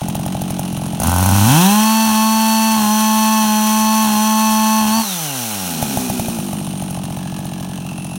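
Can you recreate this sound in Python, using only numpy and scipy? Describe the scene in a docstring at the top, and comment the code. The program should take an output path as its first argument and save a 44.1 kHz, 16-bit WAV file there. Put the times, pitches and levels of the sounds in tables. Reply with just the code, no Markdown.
"""A two-stroke chainsaw idles with uneven pops, a few metres from the microphone in a garden. It opens up to
cut through a log at full throttle, then coasts down with its chain rattling and settles to idle again.
One crank times it all: each turn brings an exhaust pulse and a metal knock. Shaped pulses make the engine,
coloured noise and resonances the metal, a sine the flywheel whine. Trees answer faintly, as decaying noise."""
import sys
import numpy as np
from scipy import signal
from scipy.fft import rfft, irfft, next_fast_len
from scipy.io import wavfile
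from scipy.ndimage import uniform_filter1d, map_coordinates

SR = 44100
rng = np.random.default_rng(int(sys.argv[2]) if len(sys.argv) > 2 else 0)


def to_wav(s):
    """Save 16-bit WAV."""
    ch = np.atleast_2d(s).T  # columns
    pcm = np.round(np.clip(ch, -1, 1) * 32767)  # PCM
    wavfile.write(sys.argv[1], SR, pcm.astype(np.int16))


N = 360719

# hard single firings at low speed: t/s, relative bang level/dB, relative crack level/dB
HARD_POPS = [(0.016, -16.5, -34), (0.084, -16.5, -23), (0.152, -14.5, -23), (0.195, -21, -30),
             (0.262, -15, -24.5), (0.35, -15, -35), (0.417, -15.5, -24), (0.505, -16.5, -23.5),
             (0.593, -16, -21), (0.727, -19.5, -30), (0.773, -19, -30), (0.818, -21, -40),
             (0.863, -19, -28), (0.932, -21, -32), (1.0, -17, -17), (1.019, -11, -23), (1.034, -10, -15.5),
             (1.071, -15, -17.5), (1.227, -18, -16.5), (1.26, -24, -15.5), (1.29, -21, -19),
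             (1.312, -9, -19), (1.363, -14, -22), (5.826, -10, -19), (5.972, -8.5, -20.5),
             (6.099, -12, -21.5), (6.196, -11, -22), (6.283, -14.5, -26), (6.387, -21, -28),
             (6.531, -18, -28), (6.822, -19, -30), (6.907, -23, -27), (6.973, -21.5, -39),
             (7.039, -22, -33), (7.105, -21, -34), (7.17, -21, -33), (7.389, -23, -31), (7.453, -26, -31),
             (7.607, -22, -34), (7.695, -24, -38)]
# about every third firing is skipped: start t/s, end t/s, depth/0-1
SKIPPED_FIRINGS = [(1.03, 1.416, 0.47), (2.052, 2.126, 0.4), (2.752, 2.87, 0.45), (3.43, 3.476, 0.3),
                   (4.027, 4.168, 0.42), (4.494, 4.527, 0.17), (4.801, 4.91, 0.42), (4.961, 5.012, 0.44)]
# muffler's bark, throttle shut: f/Hz, width/Hz, relative level/dB
SHUT_BARK_MODES = [(643, 142, -2.5), (852, 77, -2)]
# muffler resonances struck by a firing at low speed: f/Hz, width/Hz, relative level/dB
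THUMP_MODES = [(114, 89, 1.5)]
# bright bark of the open throttle: f/Hz, width/Hz, relative level/dB
BRIGHT_MODES = [(770, 520, 6), (1515, 45, 10)]
# outlines of exhaust and intake, throttle open: f/Hz, relative level/dB
OPEN_BOOM_OUTLINE = [(35, -52.5), (85, 6), (150, -2), (220, 5), (290, 0), (430, -19), (700, -77)]
OPEN_BARK_OUTLINE = [(250, -43), (480, -17.5), (650, -13.5), (780, 1.5), (880, -1.5), (1090, -5),
                     (1300, -27.5), (1800, -41.5)]
RASP_OUTLINE = [(900, -48), (1350, -5.5), (1750, 4), (2050, -10.5), (2400, -23.5), (2630, 10), (2850, -3.5),
                (3250, 6), (3600, -18), (4900, -13), (6800, -9), (9000, -11), (16000, -12.5)]
# outline of the air pumped while coasting: f/Hz, relative level/dB
PUMPING_OUTLINE = [(45, -36), (95, -0.5), (185, 9), (260, 5.5), (340, -7.5), (450, -7.5), (650, -3.5),
                   (850, 2.5), (1100, -41), (1500, -17), (2100, -35), (2750, -13), (3600, -18), (8000, -37)]
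# noise colours of chain, knocking metal, spitting gas and gas jet: f/Hz, relative level/dB
CHAIN_COLOUR = [(250, -32), (500, -27), (800, -13.5), (1400, -2), (2050, -11.5), (2900, -9), (4200, -5),
                (4900, -8), (5700, 2), (7600, -5), (9700, -1.5), (12000, -3), (15700, -3)]
KNOCK_COLOUR = [(400, -3.5), (1000, 11.5), (2100, -4), (3000, 3.5), (4900, -2), (6200, 5.5), (7600, -5.5),
                (9300, -2.5), (11300, -8), (12300, -8), (15700, 0)]
CRACK_COLOUR = [(1000, 6), (3000, -11), (4800, -6), (6400, 5.5), (7800, -3.5), (9600, 10.5), (12000, 2.5),
                (15700, 3)]
RUMBLE_COLOUR = [(18, -49), (36, -5), (47, 11), (60, -14), (90, -33), (400, -15), (1000, -59)]
# modes of bar, clutch and casing: f/Hz, width/Hz, lift under knocks/dB, lift under the chain/dB
METAL_MODES = [(1730, 53, -1.5, -7), (2670, 1300, 7.5, 6.5), (4100, 380, 4, 4), (6350, 240, -2.5, 2),
               (8920, 1300, 11, 1.5), (11130, 420, 14.5, 2)]
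# resting chain and bar ring on: start t/s, end t/s, f/Hz, width before the filter is squared/Hz, level/dB
RATTLE_RINGS = [(.55, 0.958, 11050, 350, -45), (5.7, 6.415, 2490, 250, -43.5),
                (5.75, 7.093, 10980, 350.3, -45.5), (6.15, 7.0, 8950, 400, -42.5),
                (7.1, 7.85, 1690, 172, -51), (7.75, 8.3, 2660, 302, -44.5), (7.91, 8.3, 10900, 350, -42)]
# echo of the trees: f/Hz, time to die by 60 dB/s
TREE_DECAY = [(150, 0.17), (900, 0.46), (4000, 0.16), (14000, 0.022)]
# full speed that the wood allows, before sags: t/s, speed/turns a second
CUTTING_SPEED = [(2.0, 222), (2.2, 220.3), (2.68, 221.4), (2.85, 216.8), (3.33, 218.3), (3.55, 215),
                 (3.95, 218.6), (4.86, 218), (4.99, 229.5)]
# effort under throttle, as the level of the boom: t/s, level/dB
ENGINE_EFFORT = [(1.03, -10.5), (1.12, -16.5), (1.29, -14), (1.53, -10), (1.9, -14.5), (2.43, -15.5),
                 (4.96, -16)]
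# flywheel whine as the casing lets it out: f/Hz, level/dB
WHINE_OUTLINE = [(1500, -77), (2450, -56), (2800, -33.5), (3300, -39.5), (3650, -32), (4000, -33),
                 (4330, -34), (4440, -28)]

T = np.arange(N) / SR
FFT_SIZE = next_fast_len(N + SR // 2, real=True) // 2 * 2
HZ = np.fft.rfftfreq(FFT_SIZE, 1 / SR)
TOP_HZ = 15950  # band limit

# throttle opens, clutch grips, bar sinks deep into the log, throttle shuts (s)
OPEN_S, GRIP_S, BITE_S, SHUT_S = .99, 1.41, 2.87, 5.0
OPENING_S, SHUTTING_S = 0.091, 0.048  # travel time of the throttle
TURN_START_S, TURN_END_S = 5.9, 8.1  # the saw is swung away behind the legs
# idle (turns a second); jump (turns a second, time constant in s); slipping climb (turns a second per s)
IDLE_RATE, JUMP_RATE, JUMP_S, SLIP_CLIMB = 45, 41, .035, 35
# run-up (s, steepness); coasting down (time constant in s, chain drag in turns a second)
RUN_UP_S, RUN_UP_POWER, COAST_S, DRAG_RATE = .2, 1.58, .495, 4
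# speed lost at skip depth 1 (turns a second), time constant of sag and recovery (s)
SAG_RATE, RECOVER_S = 17, .07
# levels at full speed (dB); change per octave of speed (dB), per dB of effort, at skip depth 1, deep in the log
BARK_DB, BARK_OCTAVE_DB, BARK_SKIP_DB = -19, 4, -5.5
RASP_DB, RASP_OCTAVE_DB, RASP_PER_EFFORT = -28, 7.5, 1.3
HISS_DB, HISS_OCTAVE_DB, HISS_PER_EFFORT = -23, 1.57, 0.93
RING_DB, RING_OCTAVE_DB, RING_SKIP_DB, RING_BITE_DB = -31.5, 14, -17, 3.5
CLATTER_DB, CLATTER_OCTAVE_DB, CLATTER_PER_EFFORT = -30, 1.5, 1.7
SLOW_BOOM_HZ = 260  # upper edge of the rounder boom while the engine is slow
LOPE_TURNS = 3  # between hard pops, one idle stroke in so many catches
# bark of the labouring engine before full speed (dB); greatest timing scatter of the boom (share of a turn)
LABOUR_DB, STAGGER = -28, 0.041
# extra swing of a stroke that catches; edge of every idle puff (dB)
CAUGHT_DB, PUFF_EDGE_DB = 2, -21
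# throttle shut: idle boom, idle bark, air pumped while coasting (dB)
IDLE_BOOM_DB, IDLE_BARK_DB, COAST_DB = -22, -36, -27
# change once the saw is fully turned away (dB)
TURNED_BOOM_DB, TURNED_BARK_DB, TURNED_CLATTER_DB = -4.5, -3, -3
# idle boom of an unfired puff: pitch (Hz), rise with speed (Hz per turn a second), upper limit (Hz)
BOOM_HZ, BOOM_RISE, BOOM_TOP_HZ = 207.6, 3.5, 275
# turns a second: the shut engine fires fully below the first, only pumps air above the second
FIRES_BELOW, DEAD_ABOVE = 58, 96
# speed that drives the chain fully (turns a second), lag of the chain (s)
CLUTCH_RATE, CHAIN_LAG_S = 64.6, 0.078
# picking up, the engine pops on every second turn: span (s), relative bang and crack levels (dB)
STUMBLE_START_S, STUMBLE_END_S = 1.078, 1.218
STUMBLE_DB, STUMBLE_CRACK_DB = -15, -20


def amp(db):
    """Decibels to gain."""
    return 10 ** (np.asarray(db) / 20)


def unit(x):
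    """x at rms 1."""
    return x / np.sqrt(np.mean(x ** 2) + 1e-20)


def steady(x, size=4000):
    """x at rms 1 all along, whatever the pulse rate."""
    power = uniform_filter1d(uniform_filter1d(x ** 2, size), size)
    return x / np.sqrt(np.abs(power) + 1e-12)


def ramp(x, start, end):
    """0 up to start, 1 from end on, straight in between."""
    return np.clip((x - start) / (end - start), 0, 1)


def lagged(x, seconds):
    """x followed with inertia."""
    k = np.exp(-1 / (seconds * SR))
    return signal.lfilter([1 - k], [1, -k], x)


def curves(rows):
    """One value per sample for each column after the time."""
    s, *columns = np.transpose(rows)
    return [np.interp(T, s, column) for column in columns]


def along(points, hz):
    """Values between (Hz, value) points on a log axis."""
    f, values = np.transpose(points)
    return np.interp(np.log(hz + 1), np.log(f + 1), values)


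def noise():
    """White noise for the whole scene."""
    return rng.standard_normal(N)


def wobble(rate):
    """A smooth random curve, rate knots a second."""
    return map_coordinates(rng.standard_normal(int(N * rate / SR) + 4), [T * rate])


def filtered(x, response):
    """x through a frequency response."""
    return irfft(rfft(x, FFT_SIZE) * response, FFT_SIZE)[:N]


def causal(points):
    """The minimum-phase response with this (Hz, dB) outline."""
    cepstrum = irfft(np.log(amp(along(points, HZ))))
    cepstrum[1:FFT_SIZE // 2] *= 2
    cepstrum[FFT_SIZE // 2 + 1:] = 0
    return np.exp(rfft(cepstrum))


def resonances(modes):
    """The summed response of (Hz, width, dB) resonances of alternating sign."""
    total = 0
    for k, (hz, width, db) in enumerate(modes):
        damping = 1j * HZ * width
        total = total + (-1) ** k * amp(db) * damping / (hz * hz - HZ * HZ + damping)
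    return total


def metal(colour, lifts_db):
    """A noise colour with the metal's modes standing out of it."""
    bumps_db = sum(lift / (1 + (2 * (HZ - hz) / width) ** 2)
                   for (hz, width, *_), lift in zip(METAL_MODES, lifts_db))
    return amp(along(colour, HZ) + bumps_db)


def pulses(times, sizes):
    """Impulses placed between samples by windowed sincs."""
    at = np.asarray(times)[:, None] * SR
    taps = np.floor(at).astype(int) + np.arange(-7, 9)
    shape = np.sinc(taps - at) * np.cos(np.pi * (taps - at) / 16) ** 2
    weights = shape * np.asarray(sizes)[:, None]
    return np.bincount(np.clip(taps, 0, N).ravel(), weights.ravel(), N + 1)[:N]


def bursts(times, sizes, decay, rise):
    """An envelope that jumps at each time and dies away (decay and rise in s)."""
    t = T[:SR // 10]
    shape = np.exp(-t / decay) * (1 - np.exp(-t / rise))
    return signal.fftconvolve(pulses(times, sizes), shape)[:N]


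def scatter(times, spread_db):
    """A random gain for each event."""
    return amp(spread_db * rng.standard_normal(len(times)))


def skipping(t):
    """How deeply the engine is skipping at these times."""
    return sum(depth * (t > start) * (t < end) for start, end, depth in SKIPPED_FIRINGS)


def crank_speed():
    """A jump off idle, a climb on the slipping clutch, a run-up, sags at skips, then a coast back to idle."""
    opened = np.clip(T - OPEN_S, 0, GRIP_S - OPEN_S)
    slipping = IDLE_RATE + JUMP_RATE * (1 - np.exp(-opened / JUMP_S)) + SLIP_CLIMB * opened
    sag = SAG_RATE * lagged(skipping(T), RECOVER_S)
    cutting = curves(CUTTING_SPEED)[0] - sag + .15 * wobble(14)
    remaining = np.exp(-(np.maximum(T - GRIP_S, 0) / RUN_UP_S) ** RUN_UP_POWER)
    driven = cutting + (slipping - cutting) * remaining
    rest = IDLE_RATE - DRAG_RATE
    coasting = rest + (np.interp(SHUT_S, T, driven) - rest) * np.exp((SHUT_S - T) / COAST_S)
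    return np.where(T < SHUT_S, driven, np.maximum(coasting, IDLE_RATE))


def crank_angle(speed, port):
    """Turns made so far; the pace wavers so that every hard pop finds the exhaust port opening."""
    turns = np.cumsum(speed) / SR
    pop_s = np.transpose(HARD_POPS)[0]
    at_pops = np.interp(pop_s, T, turns)
    whole = np.append(0, np.cumsum(np.round(np.diff(at_pops))))
    return turns + np.interp(T, pop_s, port + whole - at_pops)


def each_turn(crank, angle):
    """The moments at which the crank passes an angle, given in turns."""
    return np.interp(np.arange(int(crank[-1])) + angle, crank, T)


def firing(strokes, count=3):
    """How far each stroke departs from an even burn: a skipped charge makes the next one stronger."""
    slip = np.cumsum(rng.normal(0, 0.0472, len(strokes)))
    return np.cos(2 * np.pi * (np.arange(len(strokes)) / count + slip)) * skipping(strokes)


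def hollow():
    """The muffler's bark at low speed, falling off steeply below its band and more gently above."""
    low_cut = (1j * HZ / 380) ** 2 / (1 + 1j * HZ / 380) ** 2
    return resonances(SHUT_BARK_MODES) / (1 + 1j * HZ / 1900) * low_cut


def idle(strokes, speed, turned, swell=0.0076, overtone=1.573, overtone_db=-10):
    """Each lazy puff swings the gas in the muffler for a few cycles; a stroke that fires swings it harder."""
    count = len(strokes)
    boom_db = IDLE_BOOM_DB + TURNED_BOOM_DB * turned
    bark_db = IDLE_BARK_DB + TURNED_BARK_DB * turned
    pitch_hz = np.minimum(BOOM_HZ + BOOM_RISE * (speed - IDLE_RATE), BOOM_TOP_HZ)
    alight = 1 - ramp(speed, FIRES_BELOW, DEAD_ABOVE)

    to_pop_s = np.abs(strokes[:, None] - np.transpose(HARD_POPS)[0]).min(axis=1)
    popping = to_pop_s < .007
    loping = (to_pop_s > .05) & (np.arange(count) % LOPE_TURNS == 0)
    caught = popping | loping
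    burn = np.where(caught, 1, .5 * rng.random(count) ** 2)

    t = T[:SR // 22]
    pitch = np.interp(strokes, T, pitch_hz) * (1 - .2 * burn)  # a burning puff swings lower
    lag = .002 * (1 - np.exp(-t / .005))  # each puff starts lower in pitch
    phase = 2 * np.pi * pitch[:, None] * (t - lag)
    envelope = (t / swell) ** 2 * np.exp(-2 * t / swell)
    gas = np.cos(phase) + amp(overtone_db) * np.cos(overtone * phase + rng.normal(0, 1.0, (count, 1)))
    edge = amp(PUFF_EDGE_DB) * np.sin(2.194 * phase + rng.uniform(0, 2 * np.pi, (count, 1)))
    sizes = scatter(strokes, spread_db=.6) * amp(CAUGHT_DB * caught)
    puffs = sizes[:, None] * envelope * (gas + edge)
    at = (strokes * SR).astype(int)[:, None] + np.arange(len(t))
    boom = np.bincount(at.ravel(), puffs.ravel(), N)[:N]

    burns = strokes + rng.normal(0, 0.00041, count)
    bark_sizes = np.where(popping, .3, .3 + .7 * burn)  # pops() adds the hard bark
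    bark = filtered(pulses(burns, bark_sizes), hollow())
    return alight * (amp(boom_db) * steady(boom) + amp(bark_db) * steady(bark))


def pops(strokes, throttle):
    """A full charge catches: an impulse rings the muffler as bark and thump, with a noisy spit of gas."""
    stumble_s = strokes[(strokes > STUMBLE_START_S) & (strokes < STUMBLE_END_S)][1::2]
    stumbles = [(s, STUMBLE_DB, STUMBLE_CRACK_DB) for s in stumble_s]
    pop_s, bang_db, crack_db = np.transpose(list(HARD_POPS) + stumbles)
    blows = pulses(pop_s, amp(bang_db + 1.5))
    shut = hollow() - amp(-2) * resonances(THUMP_MODES) / (1 + 1j * HZ / 200)
    opened = resonances(BRIGHT_MODES) / (1 + 1j * HZ / 2500)
    bang = 0
    for share, body in [(1 - throttle, shut), (throttle * amp(-4), opened)]:
        bang = bang + filtered(blows * share, body / np.abs(irfft(body)).max())
    spit = amp(5.5) * bursts(pop_s, amp(crack_db), decay=0.0046, rise=0.00034)
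    return bang + spit * unit(filtered(noise(), amp(along(CRACK_COLOUR, HZ))))


def clatter(crank, octaves, effort_db, turned):
    """Piston and clutch knock once a turn, before the exhaust port opens, and shake the loose metal."""
    knocks = each_turn(crank, angle=0.484)
    knocks = knocks + rng.normal(0, 0.00166, len(knocks))
    blows = bursts(knocks, scatter(knocks, spread_db=3.5), decay=0.0066, rise=0.00013)
    shake = (blows + 0.35) * noise()
    level_db = CLATTER_DB + CLATTER_OCTAVE_DB * octaves + CLATTER_PER_EFFORT * effort_db
    level_db = level_db + TURNED_CLATTER_DB * turned
    out = amp(level_db) * steady(filtered(shake, metal(KNOCK_COLOUR, [m[2] for m in METAL_MODES])))
    for start, end, hz, width, db in RATTLE_RINGS:
        fade = np.clip(np.minimum(T - start, end - T) / 0.094, 0, 1)
        out += amp(db) * fade * steady(filtered(shake, resonances([(hz, width, 0)]) ** 2))
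    return out


def trees(x):
    """A diffuse answer 20 ms later: a tail of noise, each frequency dying at its own speed."""
    hz, t, z = signal.stft(rng.standard_normal(SR), SR, nperseg=256)
    decay = amp(-60 * t / along(TREE_DECAY, hz)[:, None])
    tail = signal.istft(z * decay, SR, nperseg=256)[1]
    return signal.fftconvolve(np.pad(x, (SR // 50, 0)), tail / np.linalg.norm(tail))[:N]


def exhaust(strokes, boom_db, effort_db, octaves, skips):
    """Under throttle: one hard blast a turn, ragged while the engine is slow, very even at full speed."""
    bark_db = BARK_DB + BARK_OCTAVE_DB * octaves + BARK_SKIP_DB * skips
    rasp_db = RASP_DB + RASP_OCTAVE_DB * octaves + RASP_PER_EFFORT * effort_db
    swing = firing(strokes)
    period = np.gradient(strokes)
    ragged = np.minimum((period / period.min()) ** 2, 7)
    jitter = .0008 * ragged * rng.standard_normal(len(strokes))
    fired = strokes + period * (jitter - .02 * swing)  # a stronger charge fires earlier

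    unevenness = (ragged - 1) / (ragged.max() - 1)
    staggered = strokes + STAGGER * period * unevenness * rng.standard_normal(len(strokes))
    boom_sizes = (1 + 0.49 * swing) * scatter(strokes, 0.035 * ragged ** 2)
    boom = steady(filtered(pulses(staggered, boom_sizes), causal(OPEN_BOOM_OUTLINE)))
    slow = ramp(-octaves, .1, .55)
    rounded = filtered(boom, 1 / (1 + (HZ / SLOW_BOOM_HZ) ** 4))
    boom = steady((1 - slow) * boom + slow * rounded)

    blasts = pulses(fired, (1 + swing) * scatter(fired, 0.036 * ragged))
    bark = steady(filtered(blasts, causal(OPEN_BARK_OUTLINE)))
    rasp = steady(filtered(blasts, causal(RASP_OUTLINE)))
    bright = resonances(BRIGHT_MODES) * ramp(HZ, 300, 630) / (1 + 1j * HZ / 2500)
    labour = amp(LABOUR_DB) * ramp(-octaves, 0.049, 0.34) * steady(filtered(blasts, bright))
    return amp(boom_db) * boom + amp(bark_db) * bark + labour + amp(rasp_db + 0.79 * wobble(12)) * rasp


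def rumble(throttle):
    """Low turbulence of the gas jet under throttle, as coloured noise."""
    return amp(-51.5) * throttle * unit(filtered(noise(), amp(along(RUMBLE_COLOUR, HZ))))


def chain(strokes, speed, octaves, effort_db, skips):
    """Links tick round the bar and tear at the wood, surging with each stroke; the bar rings at one pitch."""
    bite = ramp(T, BITE_S, BITE_S + 0.026)
    hiss_db = HISS_DB + HISS_OCTAVE_DB * octaves + HISS_PER_EFFORT * effort_db
    ring_db = RING_DB + RING_OCTAVE_DB * octaves + RING_SKIP_DB * skips + RING_BITE_DB * bite
    engaged = lagged(ramp(speed, IDLE_RATE, CLUTCH_RATE), CHAIN_LAG_S)  # the clutch grips, then lets go
    ticks = rng.uniform(0, T[-1], 9000)
    grains = unit(bursts(ticks, scatter(ticks, spread_db=1.5), decay=0.0004, rise=.00005))
    surge = steady(bursts(strokes, np.ones(len(strokes)), decay=0.027, rise=0.0023))
    rub = (.9 + .5 * grains + .45 * surge) * noise()
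    hiss = steady(filtered(rub, metal(CHAIN_COLOUR, [m[3] for m in METAL_MODES])))
    drive = unit(pulses(strokes, scatter(strokes, spread_db=1.5))) + 0.65 * noise()
    ring = steady(filtered(drive, resonances([(6000, 220, 0)]) ** 2))
    return engaged * (amp(hiss_db + 0.74 * wobble(25)) * hiss + amp(ring_db) * ring)


def fan(crank, speed, count=20):
    """The flywheel's blades whine at a multiple of the crank speed, blurred away from full speed."""
    unsettled = ramp(speed.max() - speed, 16, 42)
    blur = 0.08 * wobble(60) + 0.03 * wobble(400) + 0.3 * unsettled * wobble(250)
    whine = unit(np.sin(2 * np.pi * (count * crank + blur)))
    return amp(along(WHINE_OUTLINE, count * speed) + 0.96 * wobble(30)) * whine


def coast(strokes, speed):
    """Even puffs of unburnt air: a clean stack of harmonics that falls with the speed."""
    unfired = ramp(speed, FIRES_BELOW, FIRES_BELOW + 11)
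    puffs = pulses(strokes, np.ones(len(strokes)))
    return amp(COAST_DB) * unfired * steady(filtered(puffs, causal(PUMPING_OUTLINE)))


def scene():
    """The saw and its faint echo in the garden, the same in both channels."""
    port = .75  # crank angle at which the exhaust port opens (turns)
    speed = crank_speed()
    crank = crank_angle(speed, port)
    strokes = each_turn(crank, port)
    throttle = ramp(T, OPEN_S, OPEN_S + OPENING_S) - ramp(T, SHUT_S, SHUT_S + SHUTTING_S)
    octaves = np.log2(speed / speed.max())  # zero at top speed, negative below
    boom_db = curves(ENGINE_EFFORT)[0]
    effort_db = throttle * (boom_db - boom_db[-1])  # over steady cutting
    skips = lagged(skipping(T), seconds=.015)
    turned = ramp(T, TURN_START_S, TURN_END_S)

    shut = idle(strokes, speed, turned) + coast(strokes, speed)
    opened = exhaust(strokes, boom_db, effort_db, octaves, skips)
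    engine = throttle * opened + (1 - throttle) * shut + pops(strokes, throttle)
    moving_parts = clatter(crank, octaves, effort_db, turned) + fan(crank, speed)
    moving_parts = moving_parts + chain(strokes, speed, octaves, effort_db, skips)
    saw = engine + moving_parts + rumble(throttle)
    echo = amp(-20) * trees(saw)
    return np.tile(saw + echo, (2, 1))


def record(dry):
    """At the microphone, peaks are clipped at full scale, then all above the band limit is removed."""
    return np.array([filtered(side, HZ < TOP_HZ) for side in np.clip(dry, -1, 1)])


dry = scene()
out = record(dry)
to_wav(out)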